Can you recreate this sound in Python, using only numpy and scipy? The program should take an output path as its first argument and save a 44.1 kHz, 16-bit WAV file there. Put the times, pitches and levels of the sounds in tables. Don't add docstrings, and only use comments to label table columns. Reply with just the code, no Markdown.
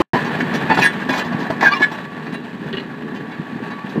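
import sys
import numpy as np
from scipy import signal
from scipy.fft import rfft, irfft
from scipy.io import wavfile
from scipy.ndimage import uniform_filter1d, minimum_filter1d

SR = 44100
rng = np.random.default_rng(int(sys.argv[2]) if len(sys.argv) > 2 else 0)


def output_pcm(signal):
    pcm = np.clip(np.atleast_2d(signal).T, -1, 1) * 32767
    wavfile.write(sys.argv[1], SR, np.round(pcm).astype(np.int16))


N = 176400
T = np.arange(N) / SR


def from_db(db):
    return 10 ** (np.asarray(db) / 20)


def unit_rms(x):
    return x / np.sqrt(np.mean(x ** 2) + 1e-20)


def curves(rows):
    times_s, *columns = np.transpose(rows)
    return [np.interp(T, times_s, column) for column in columns]


def drift(rate_hz):
    pole = np.exp(-80 * np.pi * rate_hz / SR)
    noise = rng.standard_normal(N // 40 + 2002)
    slow = signal.lfilter([1], [1, -2 * pole, pole * pole], noise)[2000:]
    return np.interp(np.arange(N) / 40, np.arange(len(slow)), unit_rms(slow))


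def colour(x, spectrum):
    hz, db = np.transpose(spectrum)
    bins_hz = np.maximum(np.fft.rfftfreq(N, 1 / SR), 1)
    gain = from_db(np.interp(np.log(bins_hz), np.log(hz), db))
    return unit_rms(irfft(rfft(x) * gain, N))


def ring(force, hz, t60_s):
    pole, step = np.exp(-np.log(1000) / (t60_s * SR)), 2 * np.pi * hz / SR
    return signal.lfilter([0, np.sin(step)], [1, -2 * pole * np.cos(step), pole * pole], force + 1e-18)


def rubbed_steel(force, modes, shift_db=4, shift_hz=7):
    out = np.zeros(N)
    for k, (hz, db, t60_s) in enumerate(modes):
        coupling = unit_rms(from_db(shift_db * np.tanh(drift(shift_hz)) * np.sqrt(2)))
        out += (-1) ** k * from_db(db) * ring(force * coupling, hz, t60_s) / np.sqrt(t60_s * SR / 6)
    return out


def grains(per_s, spread_db, friction=0.26):
    sizes = from_db(spread_db * np.minimum(rng.exponential(1, N), 5)) * rng.choice([-1, 1], N)
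    clicks = unit_rms(sizes * (rng.random(N) < per_s / SR))
    return unit_rms(clicks + friction * rng.standard_normal(N))


def contact(start_s, length_s, bite_s=0.0044, release_s=0.011):
    bite = np.clip((T - start_s) / bite_s, 0, 1)
    return bite * np.exp(-np.clip((T - start_s - length_s) / release_s, 0, 20))


def unsteady_phase(hz, wander, rate_hz):
    return 2 * np.pi * np.cumsum(hz * (1 + wander * drift(rate_hz))) / SR


# multiple of the firing rate, peak level in dB re the rumble.
ENGINE_ORDERS = [(1, -28.5), (2, -12.5), (3, -8.5), (4, -13.5), (5, -26.5)]
# frequency in Hz, spectral density in dB.
RUMBLE_SPECTRUM = [(25, -36.5), (55, -44), (95, -17), (145, -1), (200, 2.5), (270, 1), (340, -7),
                   (420, -3.5), (520, -16), (900, -32), (2500, -60)]
# time in seconds, level in dB.
WHINE_LEVELS = [(0, -40.5), (1.9, -39.5), (2.25, -43.5), (2.5, -50), (3.1, -47.5), (3.3, -44.5), (3.4, -46),
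                (3.5, -42.5), (3.57, -50), (3.65, -40.5), (3.82, -35.5), (3.87, -48), (4, -40)]


def tractor(rumble_db, firing_hz=79.36, whine_hz=1133):
    firing = unsteady_phase(firing_hz, wander=0.006, rate_hz=1.96)
    orders = np.zeros(N)
    for order, db in ENGINE_ORDERS:
        orders += from_db(db + 0.5 * drift(2.8)) * np.sin(order * firing + rng.uniform(0, 2 * np.pi))
    throb = (1 + 0.31 * np.cos(firing)) * from_db(drift(9.4))
    rumble = colour(rng.standard_normal(N) * throb, RUMBLE_SPECTRUM)
    gear = unsteady_phase(whine_hz, wander=0.00785, rate_hz=19.9)
    whine = from_db(curves(WHINE_LEVELS)[0]) * np.sin(gear)
    whine += from_db(-63 + 2 * drift(11)) * np.sin(gear / 2)
    return from_db(rumble_db) * (rumble + orders) + np.sqrt(2) * whine


# frequency in Hz, spectral density in dB.
SOIL_SPECTRUM = [(200, -32), (500, 0.5), (900, 6), (1300, -1.5), (1520, 2.5), (1720, 9.5), (2100, -4.5),
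                 (2800, -14.5), (4200, -19), (6000, -36), (12000, -41)]
FINE_GRIT_SPECTRUM = [(1000, -31), (2500, 13.5), (4200, 1), (5300, -9), (8000, -11), (10500, -22.5),
                      (15000, -17.5)]
# frequency in Hz, level in dB, free T60 in seconds.
DISC_MODES = [(1457, -10, .2), (1635, -4, .16), (1715, -1, .2), (1815, -2, .1), (1985, -7, .18),
              (2228, -9, .18), (2461, -5, .14), (2763, -8, .18), (3060, -13, .18), (3407, -10, .16),
              (3531, -16, .18), (3911, -10, .16), (4015, -15, .14), (4490, -14, .09)]


def soil(soil_db, grit_db, flicker_db=1.6, rub_db=-12.5, pebbles_per_s=13):
    flow = from_db(flicker_db * drift(22.4))
    crumbs, dust, rub = [grains(per_s=4000, spread_db=2.4) * flow for _ in range(3)]
    pebbles = (rng.random(N) < pebbles_per_s / SR) * rng.uniform(0.3, 1, N) * from_db(2.5)
    ticks = sum(ring(pebbles * rng.standard_normal(N), hz, t60_s=0.02) for hz, _, _ in DISC_MODES)
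    steel = rubbed_steel(from_db(rub_db) * rub, DISC_MODES) + ticks / len(DISC_MODES)
    earth = from_db(soil_db) * (colour(crumbs, SOIL_SPECTRUM) + steel)
    return earth + from_db(grit_db) * colour(dust, FINE_GRIT_SPECTRUM)


FRACTURES_PER_S, FRACTURE_SPREAD_DB, DISC_HIGH_T60_S = 3500, 3.5, 0.08
# frequency in Hz, spectral density in dB.
THUD_SPECTRUM = [(25, -40), (70, -28), (130, -6), (250, 3.5), (400, -1.5), (600, -11), (2000, -66.5)]
CRUNCH_SPECTRUM = [(150, -50.5), (400, -18), (650, 0.5), (900, 7), (1300, -11.5), (1800, 0), (2200, -14.5),
                   (3000, -25.5), (5000, -27), (12000, -58.5)]
STONE_GRIT_SPECTRUM = [(1000, -21), (2500, 7.5), (4200, 4.5), (6000, -5), (8000, -17.5), (10500, -22.5),
                       (12500, -17), (15000, -17.5)]
# frequency in Hz, level in dB, free T60 in seconds.
FRAME_MODES = [(238, -5.5, 0.12), (430, -12.5, 0.054), (646, -13, 0.11), (775, -4.5, 0.065),
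               (895, -7.5, 0.076), (993, 0, 0.091), (1070, -2, 0.038), (1297, -9, 0.088),
               (2660, -22.5, 0.031), (2970, -23, 0.056)]
# frequency in Hz, level in dB.
DISC_HIGH_MODES = [(5070, -4), (5700, 0), (6270, -6), (6440, -5), (6890, -9), (7210, -8), (7890, -11),
                   (8666, -10), (10300, -9), (11700, -14), (12190, -12), (13100, -14), (13615, -12),
                   (14700, -12)]
# start and length in seconds, then thud, crunch, disc and grit drive in dB.
STONE_GRINDS = [(0, 0.0086, -6, -15, -34, -36), (0.125, 0.039, -16.5, -16, -29, -42),
                (0.241, 0.023, -26, -26.5, -27, -37.5), (0.4, 0.0096, -24, -32, -30, -34),
                (0.536, 0.022, -21, -28, -26, -28.5), (0.697, 0.021, -18, -13, -20.5, -44),
                (0.744, .008, -36, -33, -24, -27.5), (0.768, 0.011, -20, -17, -19, -30),
                (0.785, 0.014, -14.5, -15, -25, -24), (0.812, 0.051, -24.5, -25.5, -15.5, -24),
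                (1.087, 0.02, -20, -20.5, -19.5, -30), (1.122, 0.063, -33, -23.5, -30.5, -32),
                (1.176, 0.021, -38, -24.5, -21.5, -27.5), (1.238, 0.032, -33, -30, -35, -41),
                (1.319, 0.0087, -23, -22.5, -31, -41), (1.386, 0.047, -31, -29.5, -35, -40),
                (1.498, 0.0089, -22, -19, -34, -34), (1.606, 0.011, -25, -15.5, -19, -29.5),
                (1.623, 0.011, -19.5, -11, -18, -31.5), (1.642, 0.037, -24.5, -21, -21, -29),
                (1.707, 0.065, -30.5, -28, -26, -38), (1.795, 0.02, -23.5, -22.5, -26, -38),
                (1.814, 0.02, -40, -25, -29, -30.5), (1.913, 0.014, -33, -26, -30.5, -36.5),
                (2.261, 0.013, -38, -36, -33, -52), (2.321, 0.027, -38, -36, -30, -45),
                (3.144, 0.027, -39, -38, -35, -46), (3.31, 0.011, -44, -40, -30, -51),
                (3.7, 0.012, -38, -33.5, -33, -46), (3.889, 0.011, -44, -39, -35.5, -42),
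                (3.952, 0.034, -22.5, -33, -59, -67)]


def stones():
    power = sum(np.outer(from_db(drives_db), contact(start_s, length_s)) ** 2
                for start_s, length_s, *drives_db in STONE_GRINDS)
    thud, crunch, disc, grit = np.sqrt(power)
    low, mid, rub, high = [grains(FRACTURES_PER_S, FRACTURE_SPREAD_DB) for _ in range(4)]
    fractures = thud * colour(low, THUD_SPECTRUM)
    fractures += from_db(-2) * crunch * colour(mid, CRUNCH_SPECTRUM)
    fractures += from_db(-3) * grit * colour(high, STONE_GRIT_SPECTRUM)
    frame = from_db(-1.5) * rubbed_steel(crunch * rub, FRAME_MODES)
    high_modes = [(hz, db - 12.5, DISC_HIGH_T60_S) for hz, db in DISC_HIGH_MODES]
    discs = rubbed_steel(disc * rub, DISC_MODES) + rubbed_steel(grit * rub, high_modes)
    return fractures + frame + discs


def stone_rings(low_hz=3200, high_hz=8000, t60_s=0.05):
    out, force = np.zeros(N), grains(FRACTURES_PER_S, FRACTURE_SPREAD_DB)
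    pitches_hz = np.exp(rng.uniform(np.log(low_hz), np.log(high_hz), size=(len(STONE_GRINDS), 4)))
    for (start_s, length_s, *_, grit_db), modes_hz in zip(STONE_GRINDS, pitches_hz):
        span = slice(int(start_s * SR), int((start_s + length_s + 2 * t60_s) * SR))
        push = from_db(grit_db - 8) * (contact(start_s, length_s) * force)[span]
        out[span] += sum(ring(push, hz, t60_s) * low_hz / hz for hz in modes_hz)
    return out / np.sqrt(t60_s * SR / 6)


# start in seconds, relative level in dB, centre frequency in Hz.
ROCK_KNOCKS = [(.405, -6, 1720), (.529, -14, 1720), (.703, -8, 1720), (.712, -3, 890), (.773, -5, 1320),
               (.79, 1, 880), (.823, -16, 1730), (.846, -14, 1680), (1.092, -13, 1730), (1.136, -11, 1740),
               (1.501, -2, 680), (1.61, -10, 1810), (1.659, -3, 1640)]


def knocks(fall_db_per_octave=19.5, spread_db=2.5, t60_share=0.6):
    start_s, db, centre_hz = np.transpose(ROCK_KNOCKS)
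    modes = FRAME_MODES + DISC_MODES + [(hz, level, DISC_HIGH_T60_S) for hz, level in DISC_HIGH_MODES]
    octaves = np.abs(np.log2(np.array(modes)[:, 0] / centre_hz[:, None]))
    shares = from_db(spread_db * rng.standard_normal(octaves.shape) - fall_db_per_octave * octaves)
    shares /= np.linalg.norm(shares, axis=1, keepdims=True)
    out = np.zeros(N)
    for k, (hz, _, t60_s) in enumerate(modes):
        blows = np.zeros(N)
        blows[(start_s * SR).astype(int)] = from_db(db) * shares[:, k]
        out += (-1) ** k * ring(blows, hz, t60_s * t60_share)
    return out / 2


# frequency in Hz, level in dB, T60 in seconds.
GROUND_MODES = [(160.5, -5, 0.054), (232, -4, 0.042), (326, -14.5, 0.098)]
# start in seconds, blow strength in dB.
CLOD_FALLS = [(.448, -27), (0.714, -11), (.8, -5), (1.343, -6), (1.351, -13), (1.389, -12), (1.463, -13.5),
              (1.993, -18), (3.393, -8.5), (3.528, -12.5), (3.554, -11), (3.842, -12.5), (3.974, -3)]


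def clods(contact_hz=600, low_cut_hz=110):
    blows = np.zeros(N)
    for start_s, db in CLOD_FALLS:
        blows[int(start_s * SR)] += from_db(db)
    blows = signal.sosfilt(signal.butter(2, contact_hz, fs=SR, output="sos"), blows)
    thumps = sum((-1) ** k * from_db(db) * ring(blows, hz, t60_s)
                 for k, (hz, db, t60_s) in enumerate(GROUND_MODES))
    return signal.sosfilt(signal.butter(2, low_cut_hz, "high", fs=SR, output="sos"), thumps)


# peak time, swell and fade in seconds, pitch in Hz, glide as a share of
# the pitch, level in dB, second harmonic in dB re the fundamental.
DISC_SQUEALS = [(.718, 0.0093, 0.011, 882, -.02, -10, -11), (.703, .006, .006, 2505, 0, -25.5, -35),
                (.824, 0.012, 0.012, 2600, 0.00059, -22, -34), (.826, .009, .022, 2463, -0.0012, -22, -30),
                (.833, .009, .01, 1720, 0, -17, -28), (.831, .008, .012, 5713, 0, -32, -60),
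                (.845, .018, .018, 3918, 0, -29, -60), (0.857, 0.012, 0.016, 1662, -.005, -10, -35),
                (0.859, 0.012, 0.019, 8666, 0, -34, -60), (0.852, 0.012, 0.01, 10290, 0, -31.5, -60),
                (1.665, 0.0047, 0.022, 1612, 0, -6.5, -41), (1.664, .016, 0.015, 1700, -.04, -9.5, -31),
                (1.731, 0.013, 0.011, 1166, .035, -15.5, -11),
                (1.736, 0.0094, 0.0098, 2338, 0.02, -17.5, -25), (1.731, .012, .01, 2855, -0.014, -30, -30),
                (1.728, .014, 0.012, 4300, 0, -37, -30), (1.73, .012, 0.0088, 4204, -0.0073, -37, -30),
                (1.728, .011, .008, 4605, .005, -33, -60), (1.748, 0.0065, .012, 5257, 0.007, -37, -30),
                (1.766, .01, 0.014, 1086, -.025, -24, -18),
                (1.775, 0.0064, 0.0075, 2815, 0.0051, -28.5, -28),
                (1.831, 0.013, 0.023, 1713, 0, -10.5, -30.5), (1.836, 0.012, 0.011, 2212, 0, -20, -38),
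                (1.834, .012, .014, 3052, 0, -32.5, -35), (1.835, .012, .014, 4016, 0, -33, -35),
                (1.838, .012, .014, 3531, 0, -35, -60), (2.345, .006, .008, 9030, -.015, -49, -60)]


def squeals(rasp_db=-14, rough_db=1.6, fall_db_per_harmonic=6, harmonic_limit_hz=5400):
    out, waver = np.zeros(N), 0.006 * drift(82)
    slips = (1 + from_db(rasp_db) * drift(600)) * from_db(rough_db * drift(126))
    for peak_s, swell_s, fade_s, hz, glide, db, second_db in DISC_SQUEALS:
        span = (T > peak_s - 10 * swell_s) & (T < peak_s + 10 * fade_s)
        t = T[span] - peak_s
        envelope = np.exp(1 - np.hypot(1, np.sqrt(2) * t / np.where(t < 0, swell_s, fade_s)))
        pitch_hz = hz * (1 + glide * np.tanh(t / (swell_s + fade_s)) + waver[span] * min(1, 4000 / hz))
        phase = 2 * np.pi * (np.cumsum(pitch_hz) / SR + rng.random())
        overtones = sum(from_db(second_db - fall_db_per_harmonic * (k - 2)) * np.sin(k * phase)
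                        for k in range(2, 5) if k * hz < harmonic_limit_hz)
        out[span] += from_db(db) * envelope * slips[span] * (np.sin(phase) + overtones)
    return np.sqrt(2) * out


# frequency in Hz, level in dB, T60 in seconds.
HITCH_MODES = [(390, 0, 0.07), (593, -7, 0.06), (1203, -8, 0.04), (1650, -2, 0.027), (1900, -6, .04),
               (2130, -7.5, 0.025), (2455, -8, .03), (2890, -5, 0.022), (3360, -10, .02),
               (4060, -6.5, 0.012), (4530, -20, .03)]
# start in seconds, length in seconds, drive in dB.
HITCH_RATTLES = [(2.726, 0.024, -23.5), (2.766, 0.016, -24), (2.795, .007, -24.5)]


def hitch():
    force = sum(from_db(db) * contact(start_s, length_s) for start_s, length_s, db in HITCH_RATTLES)
    return rubbed_steel(force * grains(per_s=1200, spread_db=2.5), HITCH_MODES)


# time in seconds, then rumble, soil and fine grit levels in dB.
PASS_LEVELS = [(0, -25, -26, -30), (.3, -24, -27, -41), (.72, -23.5, -25, -37.5), (.95, -27.5, -29, -39.5),
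               (1.2, -26.5, -29.5, -44), (1.45, -27.5, -29, -43.5), (1.57, -28, -32.5, -44),
               (1.75, -34, -34.5, -48), (1.95, -31, -32, -42.5), (2.15, -32.5, -36, -47.5),
               (2.35, -30.5, -34, -45), (2.5, -33.5, -38.5, -48.5), (2.68, -27, -35.5, -45),
               (2.9, -31.5, -37.5, -50), (3.17, -29.5, -35, -48.5), (3.5, -32.5, -36.5, -47.5),
               (3.7, -28.5, -34, -46.5), (3.82, -34.5, -35.5, -48), (4, -26, -36.5, -46)]


def scene():
    rumble_db, soil_db, grit_db = curves(PASS_LEVELS)
    steady = tractor(rumble_db) + soil(soil_db, grit_db)
    return (steady + stones() + stone_rings() + knocks() + clods() + squeals() + hitch())[None]


def record(dry, dropout_start_s=0.02, dropout_end_s=0.1335, ceiling=0.95, cutoff_hz=15900):
    lost = (T > dropout_start_s) & (T < dropout_end_s)
    tail_db = -28 - 650 * (T - dropout_start_s).clip(0)
    live = dry * np.where(lost, from_db(tail_db), 1)
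    gain = ceiling / np.maximum(np.abs(live), ceiling)
    gain = uniform_filter1d(minimum_filter1d(gain, size=129), size=129)
    return signal.sosfilt(signal.cheby2(16, 70, cutoff_hz, fs=SR, output="sos"), live * gain)


dry = scene()
out = record(dry)
output_pcm(out)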